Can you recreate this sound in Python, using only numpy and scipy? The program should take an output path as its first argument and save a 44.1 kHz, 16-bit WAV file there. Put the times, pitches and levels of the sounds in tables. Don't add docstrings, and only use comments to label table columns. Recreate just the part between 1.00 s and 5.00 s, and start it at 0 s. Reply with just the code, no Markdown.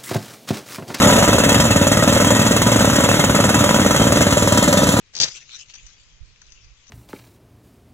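import sys
import numpy as np
from scipy import signal
from scipy.fft import rfft, irfft, next_fast_len
from scipy.io import wavfile
from scipy.ndimage import uniform_filter1d, minimum_filter1d, map_coordinates

SR = 44100
rng = np.random.default_rng(int(sys.argv[2]) if len(sys.argv) > 2 else 0)


def log_audio(samples):
    frames = np.atleast_2d(samples).T
    limited = np.clip(frames, -1, 1)
    pcm = np.round(limited * 32767).astype(np.int16)
    wavfile.write(sys.argv[1], SR, pcm)


N = 176400


def amp(db):
    return 10 ** (np.asarray(db) / 20)


def unit(x):
    return x / np.sqrt(np.mean(x ** 2) + 1e-20)


def along(points, hz):
    freqs, values = np.transpose(points)
    return np.interp(np.log(hz + 1), np.log(freqs + 1), values)


def fader(points):
    return np.interp(np.arange(N) / SR, *np.transpose(points))


def wobble(rate):
    position = np.arange(N) * rate / SR
    knots = rng.standard_normal(int(position[-1]) + 4)
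    fine = np.arange(0, len(knots) - 1, 1 / 8)
    return np.interp(position, fine, map_coordinates(knots, [fine]))


def filtered(x, response):
    size = next_fast_len(N + SR // 2)
    return irfft(rfft(x, size) * response(np.fft.rfftfreq(size, 1 / SR)), size)[..., :N]


def resonate(x, modes):
    return filtered(x, lambda f: sum(amp(db) * 1j * f * width / (hz * hz - f * f + 1j * f * width)
                                     for hz, width, db in modes))


def impulses(times, db):
    samples = np.clip(np.round(times * SR), 0, N).astype(int)
    return np.bincount(samples, amp(db), N + 1)[:N]


def bursts(times, db, decay_s, attack_s=0.0016):
    t = np.arange(SR // 4) / SR
    shape = (1 - np.exp(-t / attack_s)) * np.exp(-t / decay_s)
    power = signal.fftconvolve(impulses(times, db) ** 2, shape ** 2)[:N]
    return unit(np.sqrt(np.abs(power)))


def bending_wave(force, eq, travel_s=0.002215):
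    cycles = lambda hz: 2 * travel_s * np.sqrt(hz * 1000)
    return filtered(force, lambda hz: amp(along(eq, hz)) * np.exp(-2j * np.pi * cycles(hz)))


# f/Hz, level/dB
SIDE_EQ = [(80, -31), (250, -13), (600, -10.5), (2000, -13), (3500, -8.5), (4700, -82), (7000, -53),
           (9100, -40), (12000, -9.5)]

def white():
    mid, side = rng.standard_normal((2, N))
    side = filtered(side, lambda hz: amp(along(SIDE_EQ, hz)))
    return unit(mid + np.array([side, -side]))


def noise(eq):
    return unit(filtered(white(), lambda hz: amp(along(eq, hz))))


# t/s, level/dB
WHINE_FADER = [(0, -24), (.28, -27.5), (.42, -37), (1.3, -37), (2, -39), (2.6, -36), (3.3, -33.5),
               (4, -33.5)]

def pump_whine(pitch_hz=977):
    phase = 2 * np.pi * np.cumsum(pitch_hz * (1 + 0.003 * wobble(20))) / SR
    return np.sqrt(2) * amp(fader(WHINE_FADER) + 2.8 * wobble(9)) * np.sin(phase)


# multiple of the firing rate, level/dB
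DIESEL_PARTIALS = [(1, 2), (2, -4.5)]
# t/s, level/dB
DIESEL_FADER = [(0, -19), (.3, -31.5), (.6, -24.5), (1, -33), (1.3, -29), (1.7, -22.5), (2, -28.5),
                (2.4, -33.5), (2.75, -37), (3, -35), (3.25, -50.5), (3.5, -25), (3.8, -38)]

def diesel(firing_hz=114):
    phase = 2 * np.pi * np.cumsum(firing_hz * (1 + 0.0126 * wobble(6.06))) / SR
    level_db = fader(DIESEL_FADER) + wobble(13)
    return sum(np.sqrt(2) * amp(level_db + db) * np.sin(k * phase) for k, db in DIESEL_PARTIALS)


# f/Hz, level/dB
RUMBLE_EQ = [(20, -21), (45, -12.5), (75, 5), (110, 5.5), (150, 5), (220, 3.5), (300, 5), (380, -15.5),
             (700, -31)]

def rumble():
    return amp(-21) * noise(RUMBLE_EQ)


# f/Hz, level/dB
AIR_EQ = [(20, -44), (200, -3), (600, 3.5), (850, -5.5), (1300, -1.5), (2400, -7), (4000, -7.5),
          (5000, -14), (6500, -7.5), (7800, -10.5), (9000, -14), (12000, -17), (15500, -34)]
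# t/s, level/dB
AIR_FADER = [(0, -12), (.3, -17), (.65, -18.5), (1.2, -19), (2, -18), (2.8, -18.5), (3.4, -18.5),
             (4, -19.5)]

def air_roar(puff_share=0.51):
    times, _, rattle_db = np.transpose(STRIKES)
    puffs = bursts(times, rattle_db, decay_s=0.0086)
    flow = np.sqrt(1 - puff_share + puff_share * puffs ** 2)
    return amp(fader(AIR_FADER)) * flow * noise(AIR_EQ)


# centre t/s, length/s, f/Hz, level/dB
BIT_SCRAPES = [(0.087, 0.022, 6970, -14), (.49, .11, 2600, -30), (1.007, .06, 1906, -29),
               (1.26, 0.11, 3270, -32), (1.37, 0.089, 1902, -27.5), (3.392, 0.13, 7194, -26.5)]

def scrapes(pitch_waver=0.0038):
    t = np.arange(N) / SR
    phase_per_hz = 2 * np.pi * np.cumsum(1 + pitch_waver * wobble(120)) / SR
    singing = 0
    for centre, length, hz, db in BIT_SCRAPES:
        swell = np.cos(np.pi * np.clip((t - centre) / length, -0.5, 0.5))
        singing += np.sqrt(2) * amp(db) * swell * np.sin(hz * phase_per_hz)
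    return singing


# t/s, level/dB
CLANG_HITS = [(.096, -5), (.178, 2), (.226, -1), (.277, -5)]
# f/Hz, level/dB, t60/s
CLANG_PARTIALS = [(738, -21, 0.19), (659, -13, .1)]

def clangs():
    t = np.arange(SR // 4) / SR
    ring = sum(amp(db) * 10 ** (-3 * t / t60) * np.sin(2 * np.pi * hz * t)
               for hz, db, t60 in CLANG_PARTIALS)
    return signal.fftconvolve(impulses(*np.transpose(CLANG_HITS)), ring)[:N]


# t/s, level/dB
KNOCK_CUES = [(0.0722, 5), (0.1756, 6), (0.2133, 2), (0.2401, 4), (0.275, 4), (0.293, -6), (0.3837, -0.5),
              (0.4933, -3), (0.5435, -2), (0.5547, 1), (0.6677, -4), (0.8244, -7), (0.8676, 3),
              (0.8827, -8), (0.9155, -3), (0.9501, -1), (0.9877, -1), (1.0412, 0), (1.1091, -1),
              (1.1631, 4), (1.2005, 3), (1.3061, 2), (1.4061, -5), (1.5256, -7), (1.6865, 1.5),
              (1.7203, -1), (1.9298, -2), (2.0038, -4), (2.046, -4), (2.0588, 0), (2.0904, -2),
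              (2.1894, -6), (2.3892, 3), (2.4421, 4), (2.5554, 1), (2.786, 1), (2.8496, 0), (2.8976, 0),
              (2.9468, 2), (3.0845, -5), (3.1048, -2), (3.2097, 10), (3.3684, 3.5), (3.4443, -3),
              (3.4737, 0), (3.5448, -6), (3.6853, -1.5), (3.6974, -4), (3.7406, 0), (3.79, 0), (3.8011, -2),
              (3.9706, -3)]
# f/Hz, level/dB
KNOCK_EQ = [(150, -44), (300, -7.5), (420, -9.5), (570, 3.5), (720, -9.5), (1000, -14.5), (1350, -12.5),
            (2200, -32), (4000, -70)]
# f/Hz, width/Hz, level/dB
HOLLOW_MODE = [(590, 26, 4)]

def knocks(stones_per_s=45):
    stone_hits = rng.random(N) < stones_per_s / SR
    clatter = stone_hits * amp(-15.5) * rng.standard_normal(N)
    wave = bending_wave(impulses(*np.transpose(KNOCK_CUES)) + clatter, KNOCK_EQ)
    return amp(25.5) * (wave + resonate(wave, HOLLOW_MODE))


# f/Hz, level/dB
SPURT_EQ = [(20, -70), (1200, -32), (2400, 0), (3300, -5.5), (4300, 1), (5200, 1), (6700, 4.5), (8500, 4),
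            (12000, -14.5), (15500, -11)]
# t/s, level/dB
SPURT_FADER = [(0, -33), (.3, -26), (1, -25), (2, -32.5), (3.1, -28), (3.45, -22.5), (4, -26)]

def spurts():
    times, _, rattle_db = np.transpose(STRIKES)
    return amp(fader(SPURT_FADER)) * bursts(times, rattle_db, decay_s=0.0075) * noise(SPURT_EQ)


# f/Hz, width/Hz, level/dB
CASING_MODES = [(576, 32, 9), (735, 30, -4), (878, 30, 1), (980, 18, 6), (1266, 40, 3), (1335, 30, 0),
                (1510, 30, -1), (1790, 30, -1), (1906, 30, 3), (2092, 24, 2.5), (2649, 32, 6),
                (2900, 36, -4), (3165, 32, 2.5), (3278, 32, 2), (3630, 30, -1), (4059, 60, -4),
                (4630, 60, -4), (5297, 60, -5), (5704, 40, -4), (6040, 70, -2), (6406, 70, -3),
                (6590, 70, -3.5), (6760, 70, -5), (7015, 50, 2), (7194, 70, 1), (7477, 50, 1),
                (7560, 60, -4), (8032, 60, -5)]
# t/s, level/dB
RING_FADER = [(0, -20), (.4, -18.5), (.8, -18), (1.2, -17.5), (1.6, -17), (2.2, -18), (2.8, -18),
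              (3.4, -18), (4, -18)]

def casing_ring(drive, swell_db=3.0, swell_rate=18):
    ring = 0
    for hz, width, db in CASING_MODES:
        b, a = signal.iirpeak(hz, hz / width, SR)
        ring += amp(db + swell_db * wobble(swell_rate)) * signal.lfilter(b, a, drive)
    return amp(fader(RING_FADER)) * unit(ring)


# f/Hz, level/dB
RATTLE_EQ = [(20, -60), (500, -20), (1500, 0), (2400, -8), (3300, -3), (4200, -2), (4900, -4), (5500, -4),
             (6300, 1), (7500, 1), (8500, -3), (10000, -6.5), (12000, -10.5), (15500, -11)]

def rattle(lag_s=0.00023):
    times, _, rattle_db = np.transpose(STRIKES)
    grain_db = 2.55 * wobble(600) + wobble(70)
    shake = unit(bursts(times + lag_s, rattle_db, decay_s=0.022) * amp(grain_db))
    return amp(-25.5) * shake * noise(RATTLE_EQ) + casing_ring(shake * white())


# f/Hz, level/dB
CRUNCH_EQ = [(20, -50), (60, -34), (150, 3), (270, -6), (370, -1), (580, 0.5), (800, -16), (1350, -15),
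             (1900, -12), (2500, -30), (6000, -50)]

def rock_crunch():
    times, thud_db, _ = np.transpose(STRIKES)
    grain_db = 2.7 * wobble(500)
    envelope = bursts(times, thud_db, decay_s=0.014) * amp(grain_db)
    return amp(-23.5) * unit(envelope * noise(CRUNCH_EQ))


# f/Hz, level/dB
CRACK_EQ = [(20, -70), (450, -25), (700, -7), (1050, -2), (1350, -4.5), (1700, -9.5), (2100, -7),
            (2600, -18), (6000, -60)]

def rock_crack():
    times, _, rattle_db = np.transpose(STRIKES)
    return amp(-28.5) * bursts(times, rattle_db, decay_s=0.004) * noise(CRACK_EQ)


# f/Hz, width/Hz, level/dB
GROUND_MODES = [(38.2, 6, -8), (82, 17, -16), (91.8, 4.6, 7), (125.7, 10.6, 2), (200.2, 35, 6),
                (264, 13, -38)]
# t/s, level/dB
BOOM_FADER = [(0, 2), (.3, -3), (.55, -0.5), (.8, 1), (1.05, 0.5), (1.27, -0.5), (1.5, 5.5), (1.75, 3),
              (2, -4), (2.25, 3), (2.5, 0), (2.75, 5), (3, -1.5), (3.25, 0.5), (3.5, -2.5), (3.75, 3),
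              (4, -2.5)]

def ground_boom(force):
    return amp(24 + fader(BOOM_FADER)) * resonate(force, GROUND_MODES)


# f/Hz, level/dB
THUD_EQ = [(20, -46), (45, -13.5), (100, 2), (170, -3.5), (240, -4.5), (300, 1), (355, -22), (450, -12.5),
           (580, -1.5), (690, -17), (1000, -43), (1350, -27), (2000, -71)]
# f/Hz, level/dB
CLANK_EQ = [(300, -40), (550, -12), (750, -5), (1050, -6), (1350, -2), (1650, -10), (2000, -16),
            (2500, -18), (4000, -24), (8000, -45)]
# t/s, level/dB
CLANK_FADER = [(0, 27), (.3, 22.5), (.7, 21), (1.2, 19), (1.7, 17), (2.2, 24), (2.8, 23.5), (3.3, 19),
               (4, 19)]
# t/s, thud level/dB, rattle level/dB
STRIKES = [(0.0168, 13.5, 20), (0.0322, 20, 11), (0.0454, 14.5, 12), (0.0607, 19, 7), (0.0844, 2, -10),
           (0.0994, 4, 1), (0.124, 7, 2.5), (0.1392, 1, -15), (0.1571, 6, 1.5), (0.1788, 8.5, 6.5),
           (0.224, 3, 1.5), (0.239, -8, -0.5), (0.2757, 2, 3), (0.2885, 6, -2), (0.3284, 0, 3),
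           (0.3444, 5.5, -6), (0.3817, -7, 2), (0.4001, 4.5, -4), (0.4363, 2, 4.5), (0.461, 3, -12),
           (0.49, -1, 4.5), (0.5187, 6.5, 0.5), (0.5432, -2, 3), (0.5575, 5, -31), (0.5777, -16, -3.5),
           (0.598, 5.5, 2), (0.6124, -4, -4), (0.639, -2, -5), (0.6519, 3, -0.5), (0.6653, -5, -19),
           (0.7059, 5, 1.5), (0.7592, 8.5, 3.5), (0.8137, 9, 2), (0.837, -7, -7), (0.8679, 2.5, 0.5),
           (0.9159, 5.5, 4.5), (0.9338, -3, -6), (0.9701, 4, 1.5), (0.99, -5, -10), (1.024, 5.5, 2.5),
           (1.0756, 5, 3), (1.0944, 1, -4), (1.1238, 3, 1), (1.1476, -3, -1), (1.1723, 3, 0.5),
           (1.1999, 2, 3), (1.2191, 4, -2), (1.245, -18, 1), (1.2687, 5, 0), (1.304, 1, 4.5),
           (1.3182, 4, -15), (1.3487, -8, -1), (1.3636, -3, -4), (1.3919, 0, -1), (1.4147, -1, -1.5),
           (1.45, -4, -5.5), (1.4636, 2, 0.5), (1.5096, 5.5, 1.5), (1.5633, -2, 3.5), (1.6166, -1, 2),
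           (1.647, -46, -25), (1.6657, 2, -1.5), (1.686, -32, -2.5), (1.7165, 1, 0), (1.74, -12, -7),
           (1.7597, 2, 0), (1.79, -6, -1), (1.8064, 1, 0), (1.821, -0.5, -4), (1.8449, 2.5, 1.5),
           (1.8742, 3, -2.5), (1.8976, -3, 0), (1.9291, -2, -2), (1.955, -4, 0), (1.9842, 4, -6),
           (2.0001, -9, -0.5), (2.0364, 3.5, 1), (2.0881, 1, 1), (2.1132, 1, 0.5), (2.141, -0.5, -1),
           (2.1675, -6, -5.5), (2.1929, -2, 2.5), (2.2391, 0.5, 2), (2.296, 4.5, 0), (2.346, 2.5, 2),
           (2.361, -2, -4), (2.3999, -0.5, -1), (2.4393, -3, 1.5), (2.4515, 1, -16), (2.491, -5, 0),
           (2.5039, 1.5, -18), (2.5422, -3, 2.5), (2.5562, 0.5, -15), (2.589, -20, 0.5),
           (2.6072, 1.5, -2.5), (2.6391, -8, 1), (2.66, -2, -3.5), (2.6899, -7, 0.5), (2.7086, 1.5, -1.5),
           (2.743, -1, -1), (2.762, 0, -3), (2.7953, -1, -0.5), (2.8148, 0, -4), (2.847, -6, -3.5),
           (2.8616, 3, 0), (2.9074, 3, 1), (2.9444, -4, -2.5), (2.961, -3.5, 1), (2.9971, 2, -0.5),
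           (3.015, 5.5, -3), (3.0404, -5, -4), (3.0511, 1, -27), (3.0683, 7, 0), (3.121, 2, 0.5),
           (3.157, 1, -1.5), (3.1708, 1, -3), (3.2071, 6, 3.5), (3.2202, -1, -4), (3.2667, 4.5, -1.5),
           (3.3063, -16, -2), (3.3242, 3, -0.5), (3.3704, 3, 1.5), (3.4224, 3.5, -0.5), (3.4734, 1, 1.5),
           (3.5213, 3, 0.5), (3.5453, -19, -6.5), (3.5582, 0, -31), (3.573, 0, 3), (3.5865, 5, -30),
           (3.625, 5, 2.5), (3.6769, 5, 1.5), (3.689, -3.5, -31), (3.7257, -2.0, 2.5), (3.741, 0, -31),
           (3.7714, 4, 2.5), (3.7871, -1, -8), (3.819, 1, -5), (3.8321, 4.5, -0.5), (3.8683, -4, -1.5),
           (3.8883, 1.5, -0.5), (3.9181, -18, -3), (3.9384, 2, -10), (3.9664, 0, -2), (3.9868, 0, -3.5)]

def hammer():
    times, thud_db, rattle_db = np.transpose(STRIKES)
    force = impulses(times, thud_db)
    thud = amp(30.5) * bending_wave(force, THUD_EQ)
    clank = amp(fader(CLANK_FADER)) * bending_wave(impulses(times, rattle_db), CLANK_EQ)
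    return thud + clank + ground_boom(force)


# f/Hz, phase/rad
PORT_LEAD = [(300, 0), (450, -.2), (600, .9), (800, 0), (1250, -.2), (1400, 1.1), (1800, 1.1), (2400, 2.3),
             (3700, 1.7), (4400, 3), (4950, 3.25), (6800, 6.28), (8800, 9.3), (9400, 9.5), (11200, 12.57),
             (12600, 15.5), (13600, 15.9), (15300, 18.85)]
# f/Hz, phase/rad
TILT_LEAD = [(700, -0.052), (1100, 0.79), (1700, 0.51), (2200, 1.54), (2700, 0.95), (3500, -1.3),
             (4400, -1.7), (5200, 1), (6500, 0.067)]

def microphone(site, tilt):
    lead = lambda hz: along(PORT_LEAD, hz) + tilt * along(TILT_LEAD, hz)
    right_only = np.array([[0], [1]])
    return filtered(site, lambda hz: np.exp(-1j * lead(hz) * right_only))


def scene(tilt_span_s=(2.98, 3.67)):
    drill = hammer() + knocks() + clangs() + scrapes()
    debris = rock_crunch() + rattle() + rock_crack() + spurts()
    bed = air_roar() + rumble() + diesel() + pump_whine()
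    site = drill + debris + bed
    crossfade = np.interp(np.arange(N) / SR, tilt_span_s, [0, 1])
    return (1 - crossfade) * microphone(site, tilt=0) + crossfade * microphone(site, tilt=0.6)


def record(dry, low_cut_hz=28, ceiling=0.95, limiter_s=0.0043, top_hz=15780):
    x = filtered(dry, lambda hz: hz ** 4 / (hz ** 4 + low_cut_hz ** 4))
    span = int(limiter_s * SR)
    safe_gain = np.minimum(1, ceiling / (np.abs(x).max(axis=0) + 1e-9))
    gain = uniform_filter1d(minimum_filter1d(safe_gain, span), span)
    return filtered(x * gain, lambda hz: hz < top_hz)


dry = scene()
out = record(dry)
log_audio(out)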